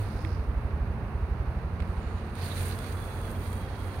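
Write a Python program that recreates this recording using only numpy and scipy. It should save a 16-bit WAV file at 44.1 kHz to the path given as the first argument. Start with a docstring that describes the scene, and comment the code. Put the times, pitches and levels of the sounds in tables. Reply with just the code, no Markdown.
"""A leaf-covered path in a wooded park, with traffic and wind washing in from far away.
A distant rotor, probably a helicopter, thumps twelve times a second, once per blade, and fades.
A heavy engine changes gear and pulls away. Faint thin whistles and a brief, very high hiss come and go.
Close by, dry leaves tick, rustle suddenly and settle: many tiny snaps, and leaf sliding over leaf."""
import sys
import numpy as np
from scipy import signal
from scipy.fft import rfft, irfft
from scipy.io import wavfile

SR = 44100
rng = np.random.default_rng(int(sys.argv[2]) if len(sys.argv) > 2 else 0)


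def master(y):
    """Save y as 16-bit WAV."""
    cut = np.clip(np.atleast_2d(y).T, -1, 1)
    pcm = np.round(cut * 32767)  # scale
    wavfile.write(sys.argv[1], SR, pcm.astype(np.int16))


N = 176400
T = np.arange(N) / SR
BASS_PAN_DB = -2.5  # pan is left level minus right level, so below 0 leans right

# tone colour (how strong each frequency is) of traffic and wind: f/Hz, relative level/dB
WASH_COLOUR = [(110, -29.5), (200, -7), (300, -7), (430, -5.5), (600, -10), (900, -10), (1400, -14.5),
               (2000, -21.5), (2700, -26.5), (3250, -38), (4200, -39), (5400, -46), (6400, -50.5),
               (7400, -76), (8200, -54), (9100, -40.5), (10800, -57.5), (12500, -48.5), (15500, -49)]
# slight swell of the wash: t/s, level change/dB
WASH_SWELL = [(0, 0), (1, 0), (2, -0.5), (2.7, 0.5), (4, 0.5)]
# how alike the wash is on both sides: f/Hz, likeness (1 = same, 0 = unrelated)
WASH_LIKENESS = [(100, 0.92), (300, 0.97), (640, 0.88), (1400, 0.39), (3100, -.1), (7000, -0.035)]
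# where the wash sits: f/Hz, pan/dB
WASH_PAN = [(200, -1.5), (700, -1.5), (1200, -5.5), (2000, -8), (3300, -9.5), (5500, -11.5), (7500, -14),
            (9000, 7), (15000, 4)]
# tone colour of the low rumble: f/Hz, relative level/dB
RUMBLE_COLOUR = [(10, -28), (25, -16), (45, 3.5), (70, -0.5), (105, 1.5), (150, -4), (230, -11),
                 (300, -18.5), (600, -66)]
# loudness of the rumble: t/s, level/dB
RUMBLE_LEVEL = [(0, -37.5), (1, -35), (2, -38.5), (3, -37.5), (4, -39.5)]
# where the rumble sits: f/Hz, pan/dB
RUMBLE_PAN = [(30, -1), (100, -3), (220, 0)]
# thin whistles and, in the last row, a brief, faint, very high hiss:
# t/s, length/s, f/Hz, width/Hz, level/dB, pan/dB
WHISTLES_AND_HISS = [(1.85, .45, 2890, 129.6, -69, -2), (1.95, .28, 7000, 300, -74.5, -8),
                     (1.83, .54, 8800, 530, -71, -2), (2.724, 0.6, 3390, 60, -64.5, -11.5),
                     (3.221, 0.91, 3274, 70.05, -65, -7), (3.27, .23, 14600, 450, -63, 6)]
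# the engine's note, which is how often it fires: t/s, f/Hz, level/dB
ENGINE_NOTE = [(0, 101.2, -29), (.18, 101.4, -40), (.3, 92.7, -38), (.5, 84.16, -36), (.75, 78.8, -40),
               (1.2, 82, -44), (1.95, 87.53, -41), (2.35, 88.7, -44), (2.6, 90.77, -32.5),
               (2.76, 90.27, -41), (2.86, 90.4, -37.5), (3.15, 90.72, -36), (3.26, 91.4, -43),
               (3.36, 92.1, -38.5), (3.56, 92.16, -40), (3.8, 92.43, -40), (3.9, 92.5, -35), (4, 92.5, -39)]
# higher tones that swell in turn: multiple of the note, level/dB, loudest at t/s, swell half-width/s
ENGINE_OVERTONES = [(1.5, -42, 1.25, 0.37), (2, -44.5, 1.729, 0.22), (2.5, -49, 2.6, 0.74)]
# loudness of the blade thumps: t/s, level/dB
ROTOR_LEVEL = [(0, -26.5), (.25, -24), (.5, -17.5), (.75, -21), (1.05, -25), (1.38, -19), (1.65, -24.5),
               (2.05, -23), (2.25, -26), (2.4, -32), (3, -30), (4, -33.5)]
# loudness of the rustle's two parts: t/s, swish level/dB, crisp level/dB
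RUSTLE_LEVELS = [(0, -53.5, -53), (.07, -55.5, -61.5), (.28, -59, -65), (.5, -63.5, -71), (.9, -65.5, -74),
                 (1.75, -62.5, -73), (1.9, -60.5, -67), (2.08, -58, -73), (2.33, -58, -66),
                 (2.37, -50, -57), (2.46, -44.5, -47.5), (2.53, -47.5, -50), (2.58, -44, -44),
                 (2.66, -46.5, -45), (2.73, -47.5, -49), (2.77, -52, -52.5), (2.84, -48.5, -52),
                 (2.96, -53.5, -54), (3.24, -54, -56), (3.31, -52, -53.5), (3.38, -56, -59),
                 (3.46, -52.5, -52.5), (3.59, -55, -54.5), (3.67, -55, -62), (3.75, -53.5, -62),
                 (3.82, -54.5, -57), (3.95, -53.5, -59.5)]
# tone colour of the leaves' soft swish: f/Hz, relative level/dB
SWISH_COLOUR = [(600, -26), (1400, 3), (2400, 2.5), (3100, -3.5), (3900, -1.5), (4500, -3), (5300, -14.5),
                (6600, -11.5), (7600, -22), (9500, -21), (16000, -58)]
# where the swish sits: f/Hz, pan/dB
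SWISH_PAN = [(1400, -10), (2500, -6.5), (4200, -13), (5500, -17), (7500, -6)]
# tone colour of the leaves' crisp treble: f/Hz, relative level/dB
CRISP_COLOUR = [(4000, -52), (6500, -11.5), (7800, -15.5), (8600, -2), (9300, -1.5), (10100, -5),
                (11000, -9.5), (12300, -8.5), (13600, -11), (15600, -13)]
# where the crisp treble sits: f/Hz, pan/dB
CRISP_PAN = [(6500, -9), (8000, 1.5), (9000, 1.5), (10500, -4), (13000, 1.5), (15500, -7)]
# leaves sliding over each other: t/s, length/s, starting f/Hz, glide/(Hz per s), width/Hz, level/dB
SCRAPES = [(0, .5, 4940, 0, 1500, -63.5), (2.395, 0.11, 4890, -7000, 700, -53.5),
           (2.496, 0.042, 3904, -3000, 601.5, -48.5), (2.566, 0.031, 3980, -2000, 800, -49),
           (2.703, .035, 4300, -2000, 1004, -51)]
# leaf and twig ticks: t/s, level/dB, brightness/(dB per octave), pan/dB, decay/s
TICKS = [(.249, -34.5, -9, -10, 0.0016), (1.8025, -40.5, -7.5, -9, 0.0044), (1.8217, -42, -6.5, -7, 0.0038),
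         (2.0745, -49, -6, -7, 0.0062), (2.3537, -44.5, 1, -5, .004), (2.594, -44, 2, -9, .003),
         (2.7115, -40.5, -7, -12, .003), (2.7892, -37.5, 4, -3, .002), (2.845, -42, 1, -4, 0.0026),
         (2.925, -40, 9, -1, 0.0019), (3.5295, -36.5, 8, -2, .0025), (3.555, -44, 12, -6, .003)]
# tone colour the ticks start from: f/Hz, relative level/dB
TICK_COLOUR = [(300, -21), (1500, -8), (1950, 0), (2400, 4), (3300, -2), (4400, 0.5), (5600, -15.5),
               (7500, -12), (9000, 0), (11500, -16.5), (15500, -18)]


def amp(db):
    """Turns decibels into a number to multiply by."""
    return 10 ** (np.asarray(db) / 20)


def unit(x):
    """Scales a signal to an average strength (rms) of 1."""
    return x / np.sqrt(np.mean(x ** 2) + 1e-20)


def at_hz(points, hz):
    """Reads a table at frequencies hz, giving each octave about equal room."""
    f, value = np.transpose(points)
    return np.interp(np.log(hz + 1), np.log(f + 1), value)


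def at_time(rows, t):
    """Reads each value column of a table at times t."""
    times, *columns = np.transpose(rows)
    return [np.interp(t, times, column) for column in columns]


def pan(db):
    """Left and right gains that differ by db."""
    return amp(np.array([[.5], [-.5]]) * db)


def add(mix, start, sound):
    """Mixes a stereo sound in, start seconds from the beginning."""
    part = mix[:, max(round(start * SR), 0):][:, :sound.shape[1]]
    part += sound[:, :part.shape[1]]


def drift(rate_hz):
    """A smooth random wander of strength 1; a higher rate wanders faster."""
    hz = np.fft.rfftfreq(N, 1 / SR)
    keep_slow = np.exp(-(hz / rate_hz) ** 2) * (hz > 0)
    return unit(irfft(rfft(rng.standard_normal(N)) * keep_slow, N))


def colour(x, levels, pans):
    """Gives each frequency of a stereo signal its level and pan; the result has strength 1."""
    hz = np.fft.rfftfreq(N, 1 / SR)
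    return unit(irfft(rfft(x) * amp(at_hz(levels, hz)) * pan(at_hz(pans, hz)), N))


def fuzzy_tone(hz, width_hz):
    """A band of noise that follows the pitch curve hz, unrelated left and right."""
    pole = np.exp(-np.pi * width_hz / SR)
    noise = rng.standard_normal((2, N)) + 1j * rng.standard_normal((2, N))
    smoothed = signal.lfilter([1], np.poly([pole, pole]), noise)[:, -len(hz):]
    tone = np.exp(2j * np.pi * np.cumsum(hz) / SR)
    return unit((smoothed * tone).real)


def air():
    """Stereo noise whose two sides are alike in the bass and nearly unrelated in the treble."""
    left, other = rfft(rng.standard_normal((2, N)))
    likeness = at_hz(WASH_LIKENESS, np.fft.rfftfreq(N, 1 / SR))
    right = likeness * left + np.sqrt(1 - likeness ** 2) * other
    return irfft(np.array([left, right]), N)


def traffic_and_wind(level_db=-42.5):
    """Far traffic and wind blur into one wash of noise over a low rumble."""
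    wash = colour(air(), WASH_COLOUR, WASH_PAN)
    wash_db = level_db + at_time(WASH_SWELL, T)[0] + 0.38 * drift(2.7)
    rumble = colour(air(), RUMBLE_COLOUR, RUMBLE_PAN)
    return wash * amp(wash_db) + rumble * amp(at_time(RUMBLE_LEVEL, T)[0])


def whistles_and_hiss(fade_s=0.064):
    """Narrow bands of noise fade in and out: thin whistles and one brief, faint, very high hiss."""
    out = np.zeros((2, N))
    for start, length, hz, width_hz, db, pan_db in WHISTLES_AND_HISS:
        t = np.arange(0, length, 1 / SR)
        fade = np.minimum(np.minimum(t, length - t) / fade_s, 1)
        band = fuzzy_tone(np.full(len(t), hz), width_hz)
        add(out, start, band * fade * amp(db) * pan(pan_db))
    return out


def engine(waver_db=3.5, hum_hz=213.9, hum_db=-55.5):
    """The exhaust note sags at a gear change and climbs again, beside a hum that stays near one pitch."""
    hz, db = at_time(ENGINE_NOTE, T)
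    firings = np.cumsum(hz + 0.42 * drift(4.8)) / SR
    out = amp(db + waver_db * drift(9.8)) * np.sin(2 * np.pi * firings)
    for multiple, overtone_db, loudest_s, swell_s in ENGINE_OVERTONES:
        swell = amp(overtone_db + waver_db * drift(2.7)) / (1 + ((T - loudest_s) / swell_s) ** 2)
        out += swell * np.sin(2 * np.pi * (multiple * firings + rng.random()))
    hum_gain = amp(hum_db + waver_db * drift(2.8))
    hum_cycles = np.cumsum(hum_hz + 2.48 * drift(10.7)) / SR
    out += hum_gain * np.sin(2 * np.pi * hum_cycles)
    return np.sqrt(2) * out * pan(BASS_PAN_DB)


def rotor(first_s=-0.0045, gap_s=0.08295, thump_hz=64.2, width_s=0.012, scatter_db=0.5):
    """Each blade sends one push and pull of air pressure, dulled by distance."""
    out = np.zeros(N)
    for centre in np.arange(first_s, N / SR, gap_s):
        near = abs(T - centre) < 4 * width_s
        t = T[near] - centre
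        size = amp(at_time(ROTOR_LEVEL, centre)[0] - scatter_db * rng.standard_normal())
        out[near] -= size * np.sin(2 * np.pi * thump_hz * t) * np.exp(-(t / width_s) ** 2)
    return out * pan(BASS_PAN_DB)


def crackle(snaps_per_s=1500, spread_db=2.5, snap_share=0.26, clump_db=1.0):
    """Countless tiny snaps over the hiss of sliding leaves, swelling in small clumps."""
    sizes = amp(spread_db * np.minimum(rng.exponential(1, N), 5))
    snapping = rng.random(N) < snaps_per_s / SR
    snaps = unit(sizes * snapping * rng.standard_normal((2, N)))
    hiss = rng.standard_normal((2, N))
    blend = np.sqrt(snap_share) * snaps + np.sqrt(1 - snap_share) * hiss
    return blend * amp(clump_db * drift(38))


def rustle():
    """Dry leaves crackle, with a soft swish below and a crisp treble on top."""
    swish_db, crisp_db = at_time(RUSTLE_LEVELS, T)
    swish = colour(crackle(), SWISH_COLOUR, SWISH_PAN)
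    crisp = colour(crackle(), CRISP_COLOUR, CRISP_PAN)
    return swish * amp(swish_db) + crisp * amp(crisp_db)


def scrapes(rasp_db=3.5, pan_db=-12):
    """Leaves slide over each other in short rasps, most of them falling in pitch."""
    out = np.zeros((2, N))
    for start, length, hz, glide, width_hz, db in SCRAPES:
        t = np.arange(0, length, 1 / SR)
        tone = fuzzy_tone(hz + glide * t, width_hz)
        rasp = amp(rasp_db * drift(300)[:len(t)])
        fade = np.sin(np.pi * t / length)
        add(out, start, unit(tone * rasp) * fade * amp(db) * pan(pan_db))
    return out


def knock(start=0.226, length=0.048, hz=319.2, db=-37):
    """A soft hollow knock that comes with the first tick."""
    out = np.zeros((2, N))
    t = np.arange(0, length, 1 / SR)
    fade = np.sin(np.pi * t / length)
    add(out, start, np.sin(2 * np.pi * hz * t) * fade * amp(db) * pan(BASS_PAN_DB))
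    return out


def ticks():
    """Single leaves and twigs snap, each a burst of noise that dies away at once."""
    out, t = np.zeros((2, N)), T[:2048]
    hz = np.fft.rfftfreq(len(t), 1 / SR)
    octaves = np.log2(np.maximum(hz, 1500) / 4000)  # brightness tips the treble around 4000 Hz
    for start, db, brightness, pan_db, decay_s in TICKS:
        shape = amp(at_hz(TICK_COLOUR, hz) + brightness * octaves)
        noise = rng.standard_normal((2, len(t)))
        snap = unit(irfft(rfft(noise) * shape)) * np.exp(-t / decay_s)
        add(out, start, snap * amp(db) * pan(pan_db))
    return out


def scene():
    """The wash, faint high sounds and distant machines behind the nearby leaves."""
    background = traffic_and_wind() + whistles_and_hiss() + engine() + rotor()
    foreground = rustle() + scrapes() + knock() + ticks()
    return background + foreground


def record(dry):
    """Steeply cuts away the very highest treble."""
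    cutoff_hz = 15850
    low_pass = signal.firwin(511, cutoff_hz, window=("kaiser", 9), fs=SR)
    return signal.oaconvolve(dry, low_pass[None], "same", axes=1)


dry = scene()
out = record(dry)
master(out)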